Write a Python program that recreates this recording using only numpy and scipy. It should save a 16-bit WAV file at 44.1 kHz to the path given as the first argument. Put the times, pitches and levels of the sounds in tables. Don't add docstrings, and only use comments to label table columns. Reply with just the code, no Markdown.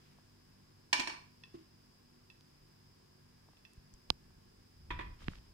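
import sys
import numpy as np
from scipy import signal
from scipy.fft import rfft, irfft, next_fast_len
from scipy.io import wavfile
from scipy.ndimage import map_coordinates

SR = 44100
rng = np.random.default_rng(int(sys.argv[2]) if len(sys.argv) > 2 else 0)


def gain_from_decibels(decibels):
    exponent = np.asarray(decibels, float) / 20
    return 10 ** exponent


def transcribe(signal):
    frames = np.atleast_2d(signal).T
    limited = np.clip(frames, -1, 1)
    pcm = np.round(limited * 32767).astype(np.int16)
    wavfile.write(sys.argv[1], SR, pcm)


N = 243873


def unit(x):
    return x / np.sqrt(np.mean(x ** 2) + 1e-20)


def along(points, hz):
    f, v = np.transpose(points)
    return np.interp(np.log(hz + 1), np.log(f + 1), v)


def wobble(rate_hz):
    knots = rng.standard_normal(int(N * rate_hz / SR) + 4)
    return map_coordinates(knots, [np.arange(N) * rate_hz / SR])


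def filtered(x, response):
    m = next_fast_len(x.shape[-1] + 8192)
    spectrum = rfft(x, m) * response(np.fft.rfftfreq(m, 1 / SR))
    return irfft(spectrum, m)[..., :x.shape[-1]]


def add(track, start_s, sound):
    start = round(start_s * SR)
    track[..., start:start + sound.shape[-1]] += sound[..., :N - start]


PORT_LAG_S = 0.000655


def ports(x, lag_s):
    return filtered(x, lambda hz: np.exp(-1j * np.pi * hz * lag_s * np.array([[1], [-1]])))


# freq_hz, likeness (0-1)
NOISE_LIKENESS = [(60, 1), (300, 1), (700, 0.2), (2000, 0), (8000, .05)]


def rush(gain):
    turn = lambda hz: np.arccos(np.clip(along(NOISE_LIKENESS, hz), 0, 1)) / 2
    split = lambda hz: gain(hz) * [np.cos(turn(hz)), np.sin(turn(hz))]
    mid, side = filtered(rng.standard_normal((2, N)), split)
    return unit(ports(np.array([mid + side, mid - side]), PORT_LAG_S))


# freq_hz, relative level_db (per Hz)
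ROOM_NOISE = [(12, -36.5), (20, -7), (64, -6), (90, -6.5), (148, -6.5), (213, -12.5), (245, -12),
              (266, -14), (383, -12), (520, -19), (1630, -23), (3860, -26.5), (5100, -26), (6370, -29),
              (15500, -37)]
# centre_hz, half_width_hz, mean level_db (rms)
WHISTLE = [(5035, 390, -74), (14800, 120, -91.5), (1008.5, 170, -82.5), (1650, 120, -86)]
# freq_hz, mean level_db (rms), waver_rad
HUM = [(98.9, -74.5, 1), (147, -73.5, 0.78), (193.6, -77, 0.91), (242.7, -76.5, 0.16), (294, -86.5, 0.36),
       (325, -86, 0.494), (364, -83, .4), (464, -88, .4)]


def appliance():
    out = gain_from_decibels(-67 + 0.26 * wobble(2.4)) * rush(lambda hz: gain_from_decibels(along(ROOM_NOISE, hz)))
    for centre_hz, half_width_hz, level_db in WHISTLE:
        band = rush(lambda hz: np.exp(-((hz - centre_hz) / half_width_hz) ** 4))
        out += gain_from_decibels(level_db + 0.8 * wobble(4)) * band
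    t = np.arange(N) / SR
    hum = np.zeros(N)
    for freq_hz, level_db, waver_rad in HUM:
        level = gain_from_decibels(level_db + 2.5 * wobble(6.5)) * np.sqrt(2)
        hum += level * np.sin(2 * np.pi * freq_hz * t + waver_rad * wobble(5.1))
    return out + ports(hum, PORT_LAG_S)


def swells(rows, rise_db_per_s, fall_db_per_s):
    full_s, level_db, hold_s = np.transpose(rows)[:, :, None]
    t = np.arange(N) / SR
    rise_db = rise_db_per_s * np.maximum(full_s - t, 0)
    fall_db = fall_db_per_s * np.maximum(t - full_s - hold_s, 0)
    return np.sqrt((gain_from_decibels(level_db - rise_db - fall_db) ** 2).sum(0))


# full_s, level_db (rms), hold_s
HISSES = [(0, -73, .12), (1.54, -69, 0.018), (5.21, -63.5, 0.14)]


def faint_hisses():
    hiss = rush(lambda hz: (hz / 1500) / (1 + (hz / 3000) ** 3.3))
    hiss = unit(hiss * gain_from_decibels(2.5 * wobble(70)))
    return swells(HISSES, rise_db_per_s=600, fall_db_per_s=130) * hiss


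# full_s, level_db (rms), hold_s
SHIFTS = [(4.10, -56, .02), (4.16, -63.5, 0.21), (4.47, -67, .02), (4.59, -66, .02), (4.79, -59.5, .08),
          (4.92, -43, 0.0068), (4.985, -48.5, 0.13), (5.225, -52, 0.027), (5.28, -47.5, .025),
          (5.375, -53.5, .02), (5.48, -59, .02)]


def grip():
    rumble = rush(lambda hz: (hz / 30) ** 1.58 / (1 + (hz / 45) ** 3.34))
    return swells(SHIFTS, rise_db_per_s=506, fall_db_per_s=250) * rumble


def ring(modes, tilt_db_per_oct, rise_s, scatter_db, rough_rad):
    hz, level_db, t60_s = np.transpose(modes)[:, :, None]
    t = np.arange(SR // 3) / SR
    level_db = level_db + tilt_db_per_oct * np.log2(hz / 2000)
    level_db = level_db + scatter_db * rng.standard_normal((2, len(modes), 1))
    wander = rough_rad * rng.standard_normal((len(modes), len(t))).cumsum(1)
    phase = 2 * np.pi * rng.random((2, len(modes), 1)) + wander
    partials = gain_from_decibels(level_db - 60 * t / t60_s) * np.sin(2 * np.pi * hz * t + phase)
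    return partials.sum(1) * (1 - np.exp(-t / rise_s))


# freq_hz, t60_s
KITCHEN = [(200, 0.39), (1000, .45), (3000, .4), (8000, 0.36), (14000, 0.3)]


def kitchen(x, wet_db):
    hz, t, z = signal.stft(rng.standard_normal((2, int(0.6 * SR))), SR, nperseg=256)
    decay = gain_from_decibels(-60 * t / along(KITCHEN, hz)[:, None])
    tail = signal.istft(z * decay, SR, nperseg=256)[1]
    wet = signal.fftconvolve(x, gain_from_decibels(wet_db) * tail / np.linalg.norm(tail[0]), axes=1)
    add(wet, 0, x)
    return wet


def clatter(modes, colour, blows, crash_db, crash_t60_s, wet_db):
    out, t = np.zeros((2, N)), np.arange(SR // 3) / SR
    for start_s, level_db, tilt_db_per_oct, rise_s in blows:
        tone = lambda hz: gain_from_decibels(along(colour, hz) + tilt_db_per_oct * np.log2(hz / 2000 + 0.01))
        crash = unit(filtered(rng.standard_normal((2, N // 8)), tone)[:, :len(t)])
        crash *= gain_from_decibels(crash_db - 60 * t / crash_t60_s) * (1 - np.exp(-t / rise_s))
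        body = ring(modes, tilt_db_per_oct, rise_s, scatter_db=2.14, rough_rad=0.02)
        add(out, start_s, kitchen(gain_from_decibels(level_db - 4.5) * (body + crash), wet_db))
    return out


# freq_hz, relative level_db, t60_s
PLATE = [(1032, -11, 0.04), (1845, -3, 0.042), (2647, 3, 0.041), (2790, -14, 0.035), (3440, 0.5, 0.045),
         (3954, -3, 0.023), (4540, -5, 0.017), (5360, 0, 0.017)]
# freq_hz, relative level_db (per Hz)
PLATE_CRASH = [(300, -30), (900, -5), (2600, -11), (4500, 1), (6500, -16), (10000, -24)]
# start_s, relative level_db, tilt_db_per_oct, rise_s
TAPS = [(1.4366, -46, -1, 0.00039), (2.301, -52, 0, 0.00025), (3.5697, -64.5, 4, 0.0004),
        (3.6509, -53, 0, 0.00037)]
# freq_hz, relative level_db, t60_s
VESSEL = [(108, -3, 0.1), (289, 0.5, 0.07), (330, 7.5, 0.065), (380, -3.5, .06), (1063, -6, 0.051)]
# start_s, relative level_db
SET_DOWN = [(1.542, -45.5), (1.569, -57), (1.61, -68)]


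def plate():
    out = clatter(PLATE, PLATE_CRASH, TAPS, crash_db=-5, crash_t60_s=0.015, wet_db=-7)
    for start_s, level_db in SET_DOWN:
        body = ring(VESSEL, 0, rise_s=0.0037, scatter_db=1.5, rough_rad=0.029)
        add(out, start_s, kitchen(gain_from_decibels(level_db) * body, wet_db=-6.5))
    return out


# freq_hz, relative level_db, t60_s
DISH = [(298, -6.5, 0.051), (354, -14, 0.089), (599, -16, 0.084), (843, -10, 0.059), (989.4, -4, 0.16),
        (1124, -6, 0.058), (1370, -17, 0.051), (1607, -11.5, 0.068), (1802, -1.5, 0.037),
        (2285, 2.5, 0.047), (2313, -3, 0.15), (2410, -5, .08), (2520, -1, 0.03), (2930, -5, 0.025),
        (3280, -7.5, 0.054), (3510, -9, 0.032), (4320, -6.5, .06), (4370, 4.5, 0.023), (5000, -11, 0.03),
        (5190, -5, 0.03), (5450, 5.5, 0.017), (5920, -12, 0.065), (6330, -17, .07), (7360, -17, 0.065),
        (8200, -3.5, 0.019), (8470, -11.5, 0.018), (9200, -19.5, .05), (10500, -37, .05), (12387, -51, .05)]
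# freq_hz, relative level_db (per Hz)
DISH_CRASH = [(41, -48), (70, -22), (144, -9.5), (217, -32), (318, -4), (446, -26.5), (717, -11.5),
              (984, -2.5), (1350, -17), (1730, -6), (2120, -12), (2320, -2.5), (2980, -10), (5360, -13),
              (15500, -44)]
# start_s, relative level_db, tilt_db_per_oct, rise_s
CLATTER = [(0.9287, -24, 1, 0.0014), (0.9884, -39, -4, .003), (.9955, -30, 1, 0.0014),
           (1.0729, -36.5, -0.4, 0.00081), (1.096, -41.5, -1, 0.0011), (1.121, -51.5, 0.5, 0.0023)]
# freq_hz, relative level_db, t60_s
POT = [(328, 0, 0.052), (980, 2, 0.12), (1120, -4, 0.067), (1580, -10, 0.033), (1770, 6.5, 0.034),
       (1950, 4, 0.032), (2447, 0.5, 0.048), (2620, -6, 0.042), (2840, -14, 0.087), (3240, -7.5, 0.065),
       (3475, -9, 0.051), (4000, -24, 0.054)]
# freq_hz, relative level_db (per Hz)
POT_CRASH = [(150, -28), (250, -6), (510, -15.5), (790, -15), (975, -1.5), (1330, -10), (2490, -8),
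             (3080, -21.5), (3340, -12.5), (5000, -30), (12000, -53), (15600, -80), (22000, -120)]
# start_s, relative level_db, tilt_db_per_oct, rise_s
POT_BLOWS = [(4.9048, -35.5, 0, 0.0022), (4.990, -40.5, 0, 0.0013), (5.006, -42, 0, 0.0034)]


def dishes():
    dish = clatter(DISH, DISH_CRASH, CLATTER, crash_db=6.5, crash_t60_s=0.058, wet_db=-2.5)
    pot = clatter(POT, POT_CRASH, POT_BLOWS, crash_db=7.0, crash_t60_s=0.066, wet_db=-4.5)
    return dish + pot


# freq_hz, likeness (clipped to 0-1)
FAR_LIKENESS = [(300, 1.04), (1000, 0.26), (2200, .3), (5000, -0.08)]
# freq_hz, left_minus_right_db
SHADING = [(300, -0.5), (700, -6.5), (1400, -3), (2600, -4), (4200, 1.5), (8500, 3.5)]


def from_afar(pair):
    alike = lambda hz: np.clip(along(FAR_LIKENESS, hz), 0, 1)
    left = filtered(pair, lambda hz: [alike(hz), np.sqrt(1 - alike(hz) ** 2)]).sum(0)
    shade = lambda hz: gain_from_decibels(along(SHADING, hz) * [[0.5], [-0.5]])
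    shaded = filtered(np.array([left, pair[0]]), shade)
    return ports(shaded, PORT_LAG_S)


# start_s, relative level_db, speed_hz (before far-port slowing), length_cycles, left_db
PUSHES = [(3.777, -51, 130, .7, 0), (3.9345, -56, 110, .7, 0), (4.104, -42, 170, .7, -1),
          (5.2836, -30, 400, .85, -1), (4.10299, -16, 1850, .66, -9)]


def case_pushes():
    out, t = np.zeros((2, N)), np.arange(SR // 10) / SR
    for start_s, level_db, speed_hz, cycles, left_db in PUSHES:
        for port, port_db, lag_s in ((0, left_db, PORT_LAG_S), (1, 0.0023, 0.000048)):
            v = gain_from_decibels(port_db / 3) * speed_hz * t
            swing = np.sin(2 * np.pi * v / (1 + 0.8 * cycles * v))
            push = -6 * v * np.exp(-v / cycles) * swing
            add(out[port], start_s + lag_s, gain_from_decibels(level_db + port_db) * push)
    return out


# freq_hz, level_db (relative to the snap), t60_s
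CASE = [(790, -20, .012), (1230, -20, .011)]
# snap_s, relative level_db, snap_hz, length_cycles, left_minus_right_db
TICKS = [(.187, -55, 800, .6, 0), (3.488, -54, 850, .7, 0), (3.535, -60, 800, .7, 0),
         (5.2207, -43, 950, .5, -9), (2.4095, -49, 4300, .6, 0), (3.735, -48, 8000, .6, 0),
         (3.9393, -42, 6500, .9, 2), (4.307, -59, 1200, .7, 0), (5.207, -46, 1500, .4, -9),
         (5.244, -41, 3000, .5, -11), (5.28316, -18.5, 1800, .4, -16), (5.319, -48, 900, .4, -8),
         (5.3352, -39, 1400, .5, -10), (5.3558, -38, 2600, .35, -9), (5.386, -47, 3000, .5, -6)]
FLICK = (4.10299, -3.5, 3700, .71, -21)


def case_ticks():
    out, lead_s = np.zeros((2, N)), 0.003
    t = np.arange(SR // 20) / SR - lead_s
    after = np.maximum(t, 0)
    knock = sum(gain_from_decibels(level_db - 60 * after / t60_s) * np.sin(2 * np.pi * hz * after)
                for hz, level_db, t60_s in CASE)
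    knock *= 1 - np.exp(-after / 0.0004)
    strikes = [(1, tick) for tick in TICKS] + [(-0.91, FLICK)]
    for way, (snap_s, level_db, snap_hz, cycles, pan_db) in strikes:
        u = snap_hz * t
        snap = np.exp(-(u / cycles) ** 2) * np.cos(2 * np.pi * u)
        edge = gain_from_decibels(-19) * np.exp(-(u / 0.37) ** 2) * np.cos(2 * np.pi * 2.42 * u)
        for port, near_db in enumerate((pan_db, -pan_db)):
            far_db = min(near_db, 0)
            sound = way * gain_from_decibels(far_db) * (snap + edge) + gain_from_decibels(0.55 * far_db) * knock
            lag_s = PORT_LAG_S * (near_db < 0)
            add(out[port], snap_s - lead_s + lag_s, gain_from_decibels(level_db) * sound)
    return out


def scene():
    far = from_afar(plate() + dishes())
    return appliance() + faint_hisses() + grip() + far + case_pushes() + case_ticks()


def roll_off(x):
    return signal.sosfilt(signal.butter(12, 15680, fs=SR, output="sos"), x)


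def record(dry):
    return roll_off(dry)


dry = scene()
out = record(dry)
transcribe(out)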